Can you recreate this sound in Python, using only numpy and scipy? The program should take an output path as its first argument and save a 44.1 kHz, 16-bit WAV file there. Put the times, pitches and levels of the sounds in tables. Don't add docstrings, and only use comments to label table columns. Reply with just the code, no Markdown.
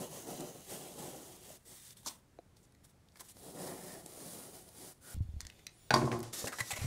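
import sys
import numpy as np
from scipy import signal
from scipy.fft import rfft, irfft, next_fast_len
from scipy.io import wavfile
from scipy.ndimage import uniform_filter1d

SR = 44100
rng = np.random.default_rng(int(sys.argv[2]) if len(sys.argv) > 2 else 0)


def unload_wav(signal):
    wavfile.write(
        sys.argv[1],
        SR,
        np.round(np.clip(np.atleast_2d(signal).T, -1, 1) * 32767).astype(np.int16),
    )


def level_to_linear(level):
    exponent = np.asarray(level, float) / 20
    return 10 ** exponent


N = 302526

# freq_hz, level_db
BOARD_SPECTRUM = [(35, -24), (60, -25.5), (135, -3), (380, 0), (755, -4.5), (818, -4.5), (887, -12),
                  (1500, -20.5), (1950, -75), (3300, -120)]


def rms_one(x):
    return x / np.sqrt(np.mean(x ** 2) + 1e-20)


def add(out, at_s, x):
    i = round(at_s * SR)
    out[i:i + len(x)] += x[:N - i]


def in_time(rows):
    s, *columns = np.transpose(rows)
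    t = np.arange(N) / SR
    is_open = 1. * ((t >= s[0]) & (t <= s[-1]))
    gate = uniform_filter1d(is_open, size=200, mode="nearest")
    return gate, [np.interp(t, s, c) for c in columns]


def coloured(x, spectrum):
    size = next_fast_len(N)
    hz = np.maximum(np.arange(size // 2 + 1) * SR / size, 1)
    points_hz, points_db = np.transpose(spectrum)
    gain = level_to_linear(np.interp(np.log(hz), np.log(points_hz), points_db))
    return rms_one(irfft(rfft(x, size) * gain, size)[:N])


def drift(rate_hz, size=N):
    r = np.exp(-2 * np.pi * rate_hz * 40 / SR)
    noise = rng.standard_normal(N // 40 + 2002)
    slow = signal.lfilter([1], [1, -2 * r, r * r], noise)[2000:]
    return np.interp(np.arange(size) / 40, np.arange(len(slow)), rms_one(slow))


def grains(per_s, spread_db, size=N):
    heights = level_to_linear(spread_db * np.minimum(rng.exponential(1, size), 4))
    heights = heights * rng.choice([-1, 1], size)
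    return rms_one(heights * (rng.random(size) < per_s / SR))


def resonance(x, hz, width_hz):
    r = np.exp(-np.pi * width_hz / SR)
    poles = [1, -2 * r * np.cos(2 * np.pi * hz / SR), r * r]
    return signal.lfilter([(1 - r * r) / 2, 0, (r * r - 1) / 2], poles, x)


def ring(x, modes):
    total = 0
    for k, (hz, db, t60_s) in enumerate(modes):
        width_hz = np.log(1000) / np.pi / t60_s
        total = total + (-1) ** k * level_to_linear(db) * resonance(x, hz, width_hz)
    return rms_one(total)


def wavering(x, peaks, widen, waver_db, rate_hz):
    total = 0
    for hz, width_hz, db in peaks:
        gain = level_to_linear(db + waver_db * drift(rate_hz, size=len(x)))
        total = total + gain * resonance(x, hz, widen * width_hz + 30)
    return rms_one(total)


def plate(x, spacing_hz, depth_db, rate_hz, count):
    size, out = next_fast_len(N), 0
    spectrum, hz = rfft(x, size), np.arange(size // 2 + 1) * SR / size
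    weights = (0.8 + np.tanh([drift(rate_hz) for k in range(count)])) ** 2
    for weight in weights / np.sqrt((weights ** 2).sum(axis=0)):
        ripple = np.interp(hz / spacing_hz, np.arange(2000), rng.standard_normal(2000))
        response = np.exp((depth_db * np.log(10) / 20 + 3j) * ripple)
        out = out + weight * irfft(spectrum * response, size)[:N]
    return rms_one(out)


def puff(length_s, fall_s):
    t = np.arange(int((length_s + 8 * fall_s) * SR)) / SR
    return np.minimum(t / (0.059 * length_s), 1) * np.exp(-np.maximum(t - length_s, 0) / fall_s)


def contacts(events, fall_s, sharp, broad_db, knock_sharp=3.9):
    out = np.zeros(N)
    for s, db, hz, length_s, board_db, board_hz in events:
        shape = puff(length_s, fall_s)
        noise = grains(8000, 2.8, size=6000)[:len(shape)]
        broad = level_to_linear(broad_db) * rms_one(resonance(noise, 4000, 4500))
        bright = broad + rms_one(resonance(resonance(noise, hz, hz / sharp), hz, hz))
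        push = np.pad(shape * noise, (0, 900))
        knock = resonance(push, board_hz, board_hz / knock_sharp)
        knock += 0.55 * resonance(push, 0.34 * board_hz, board_hz / 2.0)
        add(out, s, level_to_linear(db - 17.5) * shape * bright)
        add(out, s, level_to_linear(db + board_db) * knock / np.abs(knock).max())
    return out


def pushes(rows, rounding):
    edge_db = 12
    t, hiss, board = np.linspace(0, N / SR, N // 20), 0, 0
    for s, rise_s, fall_s, db, bite_db in rows:
        away = np.where(t < s, (s - t) / rise_s, (t - s) / fall_s)
        power = level_to_linear(db - edge_db * np.minimum(away, 8) ** rounding) ** 2
        hiss, board = hiss + power, board + power * level_to_linear(bite_db) ** 2
    return np.array([np.interp(np.arange(N) / SR, t, power) for power in (hiss, board)])


def hand_gains():
    # peak_s, rise_s, fall_s, hiss_db, bite_db
    first_cut = [(0.02, 0.07, 0.067, -47, 2.5), (.15, 0.067, 0.14, -49, 0), (.29, 0.038, 0.16, -49.5, 3.5),
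                 (.41, 0.027, 0.074, -53.5, 8.5), (.47, 0.037, 0.076, -53, 4.5),
                 (.555, 0.016, 0.095, -64.5, 11), (.61, 0.24, 0.26, -57.5, -18),
                 (.73, 0.058, 0.11, -47.5, -0.5), (.84, 0.12, 0.26, -53, 0),
                 (1.005, 0.053, 0.13, -50.5, 2.5), (1.09, 0.06, 0.23, -54, 4.5),
                 (1.33, 0.23, 0.069, -56, -2.5), (1.5, 0.13, 0.097, -54.5, -3),
                 (1.72, 0.11, 0.053, -58, -6), (1.87, 0.31, 0.12, -56, -37)]
    second_cut = [(3.4, 0.057, 0.05, -59, -13), (3.48, 0.092, 0.067, -55, 2), (3.65, .12, 0.16, -48.5, 5),
                  (3.9, 0.16, 0.15, -51.5, 1), (4.1, 0.066, 0.27, -58, -3), (4.33, 0.25, 0.24, -50, -2),
                  (4.56, 0.042, 0.095, -55, -3.5), (4.68, 0.046, 0.043, -62, 0),
                  (4.842, 0.13, 0.14, -52, -4.5), (5.11, 0.09, 0.27, -51.5, -9)]
    # peak_s, rise_s, fall_s, hiss_db
    skims = [(1.975, 0.021, 0.065, -59), (2.076, 0.027, 0.065, -48.5), (2.565, 0.0034, 0.11, -71),
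             (2.85, 0.012, 0.016, -59.5), (2.9, 0.027, 0.02, -68), (3.165, 0.01, 0.026, -64),
             (3.25, 0.024, .03, -62), (3.208, 0.0099, 0.011, -45), (3.3, 0.11, 0.026, -59)]
    # from_s, to_s
    halts = [
        (1.58, 1.652),
        (1.938, 1.966),
        (4.932, 5.012),
    ]
    skim_bite_db, halt_db, cut_ends_s = -14, -12, 5.146
    power = pushes(first_cut + second_cut, 1.92)
    power = power + pushes([(*row, skim_bite_db) for row in skims], 1.2)
    t = np.arange(N) / SR
    halted = uniform_filter1d(1. * sum((t > start) & (t < end) for start, end in halts), size=600)
    return np.sqrt(power) * level_to_linear(halt_db * halted) * (t < cut_ends_s)


def cutting():
    # freq_hz, level_db
    hiss_spectrum = [(530, -32), (900, -10), (1510, -12.5), (1900, -8), (2660, -13.5), (2860, -9.5),
                     (4310, -7.5), (9650, -3.5), (13800, -9.5), (16000, -9.5)]
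    stretch_starts = [0, .65, 1.62, 3.3, 3.56, 4.08, 4.98, 5.2]
    # freq_hz, width_hz, level_db
    blade_peaks = [
        [(1360, 51, -4), (1960, 62, 7), (2950, 170, 11), (4050, 72, 10), (6170, 230, 9.5), (6500, 200, 9.5),
         (9500, 140, 1), (11000, 200, -1)],
        [(1960, 68, -1), (3140, 320, 16), (2310, 200, -5), (5680, 230, 5), (6500, 320, 15), (8050, 310, 15.5),
         (9900, 78, 3), (11300, 120, 11), (13100, 140, -6)],
        [(3600, 150, 0.5), (2000, 150, -7), (5750, 320, -4), (6300, 77, -11), (8300, 270, 1)],
        [(4000, 150, 2), (5440, 300, -1), (8200, 290, -4), (9900, 430, 7)],
        [(1300, 180, -5), (1830, 53, 10), (4000, 44, -9), (5100, 120, 0), (8500, 150, -5), (9000, 130, -18),
         (9470, 190, 7.5)],
        [(3970, 100, 1), (4810, 27, 11), (5440, 180, -6), (1150, 170, 3), (8550, 180, -14), (9570, 170, 16),
         (12300, 89, 7)],
        [(1460, 38, 12.5), (7800, 150, 5), (9450, 210, 4.5), (10400, 300, -8)],
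    ]
    cells = grains(14000, 4.6) * level_to_linear(1.16 * drift(74))
    blade = np.zeros(N)
    for start_s, end_s, peaks in zip(stretch_starts, stretch_starts[1:], blade_peaks):
        stretch = cells[round(start_s * SR):round(end_s * SR)]
        add(blade, start_s, wavering(stretch, peaks, 2.6, 2.5, 4.0))
    even = coloured(cells, hiss_spectrum)
    hiss = plate(even, 200, 1.2, 4.0, count=4)
    hiss = rms_one(hiss + np.roll(even, SR // 3) + level_to_linear(-3) * np.roll(blade, SR // 100))
    board_cells = grains(1500, 1.7) * level_to_linear(1.4 * drift(45))
    board = plate(coloured(board_cells, BOARD_SPECTRUM), 35, 1.8, 7.0, count=4)
    hiss_gain, board_gain = hand_gains()
    return hiss_gain * hiss + board_gain * board


def board_contacts():
    # start_s, peak_db, colour_hz, board_share_db, board_hz
    tick_rows = [(0.4052, -33.5, 7330, -7, 326), (1.452, -51, 8450, -16, 483), (1.907, -41, 4800, -19, 396),
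                 (1.969, -42, 8200, -30, 425), (2.031, -46, 9570, -12, 867), (2.568, -50, 4850, -13, 837),
                 (2.721, -54, 9650, -21, 385), (2.748, -52, 2000, -28, 472), (2.849, -52, 9220, -30, 318),
                 (3.086, -54, 3540, -19, 300), (3.12, -57, 4850, -19, 301), (3.171, -49, 4500, -2, 1100),
                 (3.251, -59, 4000, -10, 1000), (3.157, -50, 4600, 2, 1700), (3.1963, -41, 3560, -7, 1300),
                 (3.3675, -46.5, 3500, -2.5, 686), (4.775, -48, 7000, -20, 400),
                 (4.0603, -33, 7740, -7, 310), (4.688, -41, 9450, -21, 301)]
    # start_s, peak_db, colour_hz, length_s, board_share_db
    scuff_rows = [
        (2.0603, -28.5, 5130, 0.014, -7.5),
        (2.073, -25, 5300, 0.011, -23),
        (2.628, -57, 6550, 0.026, -15),
        (3.2036, -53, 8050, 0.018, 3.5),
        (3.284, -42.5, 8300, 0.036, -25),
    ]
    # start_s, peak_db, length_s, board_share_db, board_hz
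    edge_rows = [
        (6.4412, -41.5, 0.0032, 6.5, 566),
        (6.47, -29.5, 0.014, -2, 1740),
        (6.521, -40.5, 0.017, 7, 1500),
        (6.584, -38, 0.023, 6, 1850),
        (6.603, -26, 0.0063, -3, 1970),
        (6.7053, -29.5, 0.018, -0.5, 2360),
        (6.732, -36, 0.0054, 3, 1990),
        (6.76, -42, 0.02, 7, 2230),
                 (6.79, -48, .064, 10, 2170),
    ]
    tick_s, scuff_board_hz, edge_hz = 0.0029, 910, 7300
    tick_events = [(s, db, hz, tick_s, share, low) for s, db, hz, share, low in tick_rows]
    scuff_events = [(*row, scuff_board_hz) for row in scuff_rows]
    edge_events = [(s, db, edge_hz, *rest) for s, db, *rest in edge_rows]
    ticks = contacts(tick_events, 0.0013, 5.2, 1.7)
    scuffs = contacts(scuff_events, 0.0049, 1.5, -2.0)
    return ticks + scuffs + contacts(edge_events, 0.004, 2.2, 2.5, 6.5)


def damped_swings(rows, rise_s):
    out, t = np.zeros(N), np.arange(SR // 10) / SR
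    for s, db, hz, cycles in rows:
        swing = np.sin(2 * np.pi * hz * t) * np.exp(-2.5 * t * hz / cycles)
        add(out, s, level_to_linear(db + 3.0) * swing * np.minimum(t / rise_s, 1))
    return out


def board_swings():
    # start_s, peak_db, freq_hz, cycles
    flap_rows = [(5.145, -36.5, 75, 3), (5.165, -21.5, 90.5, 0.36), (5.175, -34, 76, 5.2),
                 (5.205, -26, 96.3, 4.1), (5.251, -40, 74, 2.8), (5.288, -37, 72, 3.7),
                 (5.338, -36.5, 71.6, 2.8), (5.364, -34, 67.6, 2.2), (5.429, -44, 70.4, 1.9),
                 (5.453, -45, 64.6, 2.5), (6.441, -32, 115, 1.3), (6.608, -37, 118, 4.4),
                 (6.73, -40, 104, 2.5), (6.788, -40, 73, 1.3), (6.816, -33.5, 96, 6.8),
                 (6.843, -29.5, 116, 11)]
    # start_s, peak_db, freq_hz, cycles
    knock_rows = [(1.482, -53, 563, 8), (1.503, -44, 620, 8), (1.53, -54, 600, 8), (3.161, -60, 1710, 14),
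                  (3.209, -47, 1016, 14), (3.357, -52, 248, 2.5), (6.424, -44, 495, 6),
                  (6.442, -31.5, 463, 5.2), (6.442, -36.5, 1000, 7.7), (6.456, -50, 473, 4.6),
                  (6.472, -36, 2720, 25), (6.475, -50, 513, 6), (6.475, -46, 1480, 13),
                  (6.527, -39, 1280, 16), (6.529, -41, 1640, 13), (6.539, -41, 1250, 19),
                  (6.585, -39, 1810, 14), (6.585, -42, 935, 5.4), (6.594, -45, 2070, 12),
                  (6.604, -35, 1080, 14), (6.605, -28, 1960, 27), (6.609, -30, 2000, 20),
                  (6.607, -34, 4040, 25), (6.705, -36, 804, 4.8), (6.708, -35, 2580, 18),
                  (6.71, -40, 1700, 14), (6.712, -40, 764, 10), (6.716, -34, 3600, 25),
                  (6.719, -39, 2000, 31), (6.719, -38, 2400, 20), (6.735, -47, 2030, 12),
                  (6.764, -48, 600, 7), (6.769, -40, 2330, 18), (6.771, -40, 1040, 9),
                  (6.774, -41.5, 620, 8.1)]
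    return damped_swings(flap_rows, 0.0028) + damped_swings(knock_rows, 0.0018)


def tap():
    # freq_hz, level_db, t60_s
    tap_modes = [(330, -5, .035), (500, -2, .03), (690, -1, .035), (2500, -9, .01), (4000, -3, .025),
                 (6300, 2, .01)]
    tap_s, peak_db = 2.3878, -38.5
    click = np.zeros(N) + 1e-18
    click[round(tap_s * SR)] = 1
    click = signal.sosfilt(signal.butter(2, 1600, fs=SR, output="sos"), click)
    knock = ring(click, [(hz, db + 20 * np.log10(t60_s), t60_s) for hz, db, t60_s in tap_modes])
    return level_to_linear(peak_db) * knock / np.abs(knock).max()


def slider():
    # start_s, peak_db, colour_hz, length_s
    click_rows = [(5.4054, -20.5, 4650, 0.00073), (5.412, -36, 5750, 0.0038), (5.4503, -31, 3430, 0.0011),
                  (5.468, -28, 4810, 0.0011), (5.499, -35.5, 2800, 0.0035), (5.59, -48, 2280, 0.0096),
                  (5.667, -24.5, 3370, 0.0032), (6.191, -33, 11000, 0.0012), (6.203, -32, 6160, 0.002),
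                  (6.229, -26.5, 9000, 0.00095), (5.186, -55, 4500, .002)]
    # freq_hz, level_db, t60_s
    shell_modes = [(1900, -2, .09), (3600, -1, .06), (5600, -5, .04)]
    shell_share_db, shell_hz = -18, 2070
    clicks = contacts([(*row, shell_share_db, shell_hz) for row in click_rows], 0.0011, 1.0, -2.0)
    return clicks + level_to_linear(-86) * ring(clicks + 1e-18, shell_modes)


def handle_noises():
    # time_s, level_db
    hush_curves = [
        [(5.15, -57.5), (5.18, -70), (5.21, -80), (5.225, -67), (5.26, -75.5), (5.4, -71)],
        [(5.4, -63.5), (5.462, -70), (5.588, -65.5), (5.665, -71)],
        [(5.675, -72.5), (5.9, -65)],
    ]
    # time_s, pitch_hz, level_db
    squeak_curve = [(5.7, 8600, -82), (5.73, 9200, -77), (5.76, 9700, -75), (5.79, 9900, -74),
                    (5.82, 9780, -74), (5.85, 9850, -74), (5.88, 9550, -76), (5.9, 9200, -80)]
    # ratio, level_db
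    squeak_partials = [(.55, -7), (.72, -2), (.83, -6), (.93, -4), (1.001, -2), (1.045, -3)]
    # time_s, pitch_hz, level_db
    top_curve = [(5.77, 15700, -90), (5.79, 15700, -80), (5.82, 15300, -78), (5.845, 15550, -77),
                 (5.875, 15300, -76), (5.9, 14750, -74)]
    rustle_spectrum = [(700, 13.0), (1200, -1.0), (2000, 2.5), (3500, 8.0), (5000, 4.0), (11000, 1.0),
                       (16000, -7)]
    rustle = coloured(rng.standard_normal(N), rustle_spectrum)
    rustle, out = plate(rustle, 200, 3.0, 4.0, count=3), 0
    for rows in hush_curves:
        gate, (hush_db,) = in_time(rows)
        out = out + gate * level_to_linear(hush_db) * rustle
    for rows, partials in (squeak_curve, squeak_partials), (top_curve, [(1, 2)]):
        gate, (hz, db) = in_time(rows)
        phase = 2 * np.pi * np.cumsum(hz) / SR
        for ratio, partial_db in partials:
            gain = gate * level_to_linear(db + partial_db + 3 + 3 * drift(12))
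            out = out + gain * np.sin(ratio * phase + .5 * drift(40))
    return out


def dying(starts_s, levels_db, loss_db_per_s):
    rocking_ends_s = 6.325
    t, power = np.arange(N) / SR, 0
    for s, db in zip(starts_s, levels_db):
        power = power + (t >= s) * level_to_linear(db - loss_db_per_s * np.maximum(t - s, 0)) ** 2
    return uniform_filter1d(np.sqrt(power) * (t < rocking_ends_s), size=200)


def knife_down():
    # start_s, peak_db, contact_s, bench_share_db, metal_share_db
    landings = [
        (5.906, -12, 0.0011, -2, -3),
        (5.94, -13.5, 0.0016, -26, 10),
        (5.962, -26.5, 0.0054, -10, 0),
        (6.015, -33.5, 0.0078, -12, -11),
        (6.042, -46, 0.005, 20, -16),
        (6.081, -40.5, 0.0015, -14, -8),
        (6.1158, -20.5, 0.0011, -5, -22),
        (6.126, -32, 0.002, 0, -12.5),
    ]
    # start_s, bench_db, handle_db, hiss_db
    rocking_rows = [
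        (5.908, -36.5, -38.5, -48.5),
        (5.937, -34.5, -29, -38),
        (6.029, -33.5, -46, -54),
        (6.054, -58, -60, -50),
        (6.12, -38.5, -33.5, -47.5),
        (6.232, -64, -54, -49.5),
    ]
    # freq_hz, level_db, t60_s
    bench_modes = [(130.7, 3.5, 0.11), (240, -5, 0.069), (310, -3, 0.092), (368, 1.5, 0.12),
                   (494, -9, 0.049)]
    handle_modes = [(690, 9.1, 0.011), (876, 16.1, 0.066), (1040, 3.7, 0.016), (1280, 6.1, 0.033),
                    (1464, 3.6, 0.033), (1750, 1, 0.13), (2450, 2.8, 0.13)]
    metal_modes = [(3430, 2, 0.0036), (4780, 10.5, 0.02), (5600, 7, 0.018), (7700, -21, 0.022),
                   (11200, -32, 0.015)]
    bench_loss, handle_loss, hiss_loss = 117, 300, 141
    hiss_spectrum = [(900, 6.5), (2000, -5.5), (6000, 0.0), (11000, -6), (12500, -15),
                     (16000, -20)]
    heavy, middle, sharp = np.zeros((3, N)) + 1e-18
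    for s, db, contact_s, bench_db, metal_db in landings:
        shape = puff(contact_s, 0.0041)
        hit = level_to_linear(db) * shape * grains(9000, 1.5, size=2000)[:len(shape)]
        add(heavy, s, level_to_linear(bench_db) * hit)
        add(middle, s, hit)
        add(sharp, s, level_to_linear(metal_db) * hit)
    handle_body = rms_one(resonance(resonance(middle, 1200, 1550), 1200, 1900))
    handle = ring(middle, handle_modes) + level_to_linear(-3.5) * handle_body
    metal = ring(sharp, metal_modes) + level_to_linear(-37) * rms_one(resonance(sharp, 4400, 7400))
    s, bench_db, handle_db, hiss_db = np.transpose(rocking_rows)
    chatter = signal.lfilter([1], [1, -1.7, .72], grains(450, 1.4))
    rocking = dying(s, bench_db, bench_loss) * ring(chatter, bench_modes)
    rocking += dying(s, handle_db - 5.5, handle_loss) * ring(chatter, handle_modes)
    rocking += dying(s, hiss_db, hiss_loss) * coloured(grains(14000, 2.6), hiss_spectrum)
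    return level_to_linear(-64.5) * ring(heavy, bench_modes) + level_to_linear(-51.5) * handle + level_to_linear(-54.0) * metal + rocking


def rattle():
    # start_s, low_pair_db, middle_pair_db, high_pair_db
    bounces = [(5.921, -46, -40, -44), (5.939, -24, -25, -15.5), (5.947, -40, -33, -27),
               (5.960, -25, -26, -27), (5.982, -32, -35.5, -30.5), (5.998, -35, -48, -43),
               (6.016, -47, -28.5, -34), (6.026, -26, -39, -43), (6.042, -26, -48, -34),
               (6.054, -50, -50, -38), (6.064, -32, -53, -52), (6.075, -39, -29.5, -30),
               (6.087, -35.5, -50, -44), (6.112, -35, -39, -51), (6.128, -33, -38, -32.5),
               (6.147, -36, -37, -50), (6.156, -47, -40, -38), (6.172, -42, -46, -41),
               (6.184, -44, -57, -49), (6.203, -45, -49, -55), (6.22, -46, -48, -48)]
    # freq_hz, t60_s
    mode_pairs = [
        [(290, 0.065), (330, 0.034)],
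        [(660, 0.041), (710, 0.034)],
        [(1035, 0.054), (1085, 0.039)],
    ]
    out, t = np.zeros(N), np.arange(SR // 8) / SR
    for s, *levels_db in bounces:
        for db, pair in zip(levels_db, mode_pairs):
            rings = sum(np.sin(2 * np.pi * hz * t) * level_to_linear(-60 * t / t60_s) for hz, t60_s in pair)
            add(out, s, level_to_linear(db - 3) * rings * np.minimum(t / 0.002, 1))
    return out


def lifting():
    # time_s, rub_db, board_db
    lift_curves = [
        [(6.32, -74, -84), (6.334, -42, -53), (6.372, -41.5, -56), (6.465, -46.5, -48)],
        [(6.465, -54, -45), (6.537, -52.5, -62), (6.707, -48.5, -62.5), (6.86, -51.5, -53.5)],
    ]
    # freq_hz, level_db
    rub_spectrum = [(530, -38), (900, -8), (1490, 0.5), (2500, -5.5), (3550, 2), (4310, 0), (5550, 5.5),
                    (8150, 3.5), (12900, -0.5), (16000, -14)]
    skin = grains(12000, 1.6) * level_to_linear(2.0 * drift(32))
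    rub = plate(coloured(skin, rub_spectrum), 200, 2.0, 6.0, count=4)
    board, out = coloured(skin, BOARD_SPECTRUM), 0
    for rows in lift_curves:
        gate, (rub_db, board_db) = in_time(rows)
        out = out + gate * (level_to_linear(rub_db) * rub + level_to_linear(board_db) * board)
    return out


def room(x):
    t60_s, wall_cut_hz = 0.37, 4100
    size = next_fast_len(N + SR)
    w = 2 * np.pi * np.arange(size // 2 + 1) / size
    dull = 1 / (1 + 1j * w * SR / (2 * np.pi * wall_cut_hz))
    response = 0
    for k, lag in enumerate(rng.uniform(.006, .03, 10) * SR):
        loop = dull * level_to_linear(-60 * lag / SR / t60_s) * np.exp(-1j * w * lag)
        response = response + (-1) ** k * loop / (1 - loop)
    return irfft(rfft(x, size) * response, size)[:N]


def still_air():
    # freq_hz, level_db
    air_spectrum = [(12, -24), (20, -12), (58, -1), (116, 0.5), (163, -3.5), (485, -15), (542, -14.5),
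                    (976, -20.5), (2260, -25), (2750, -28.5), (9950, -31), (14300, -36.5), (16000, -31)]
    air = level_to_linear(-65.5) * coloured(rng.standard_normal(N), air_spectrum)
    return signal.sosfilt(signal.butter(2, 14000, fs=SR, output="sos"), air)


def scene():
    knocks = board_contacts() + slider() + knife_down() + rattle()
    mix = cutting() + board_swings() + tap() + handle_noises() + lifting()
    mix = mix + knocks + level_to_linear(-17) * room(knocks) + still_air()
    return mix[None]


def top_cut(x):
    return signal.sosfilt(signal.butter(12, 16390, fs=SR, output="sos"), x)


def record(dry):
    rounded = .35 * np.tanh(dry / .35)
    low_pass = signal.ellip(12, .3, 60, 15720, fs=SR, output="sos")
    return top_cut(signal.sosfilt(low_pass, rounded))


dry = scene()
out = record(dry)
unload_wav(out)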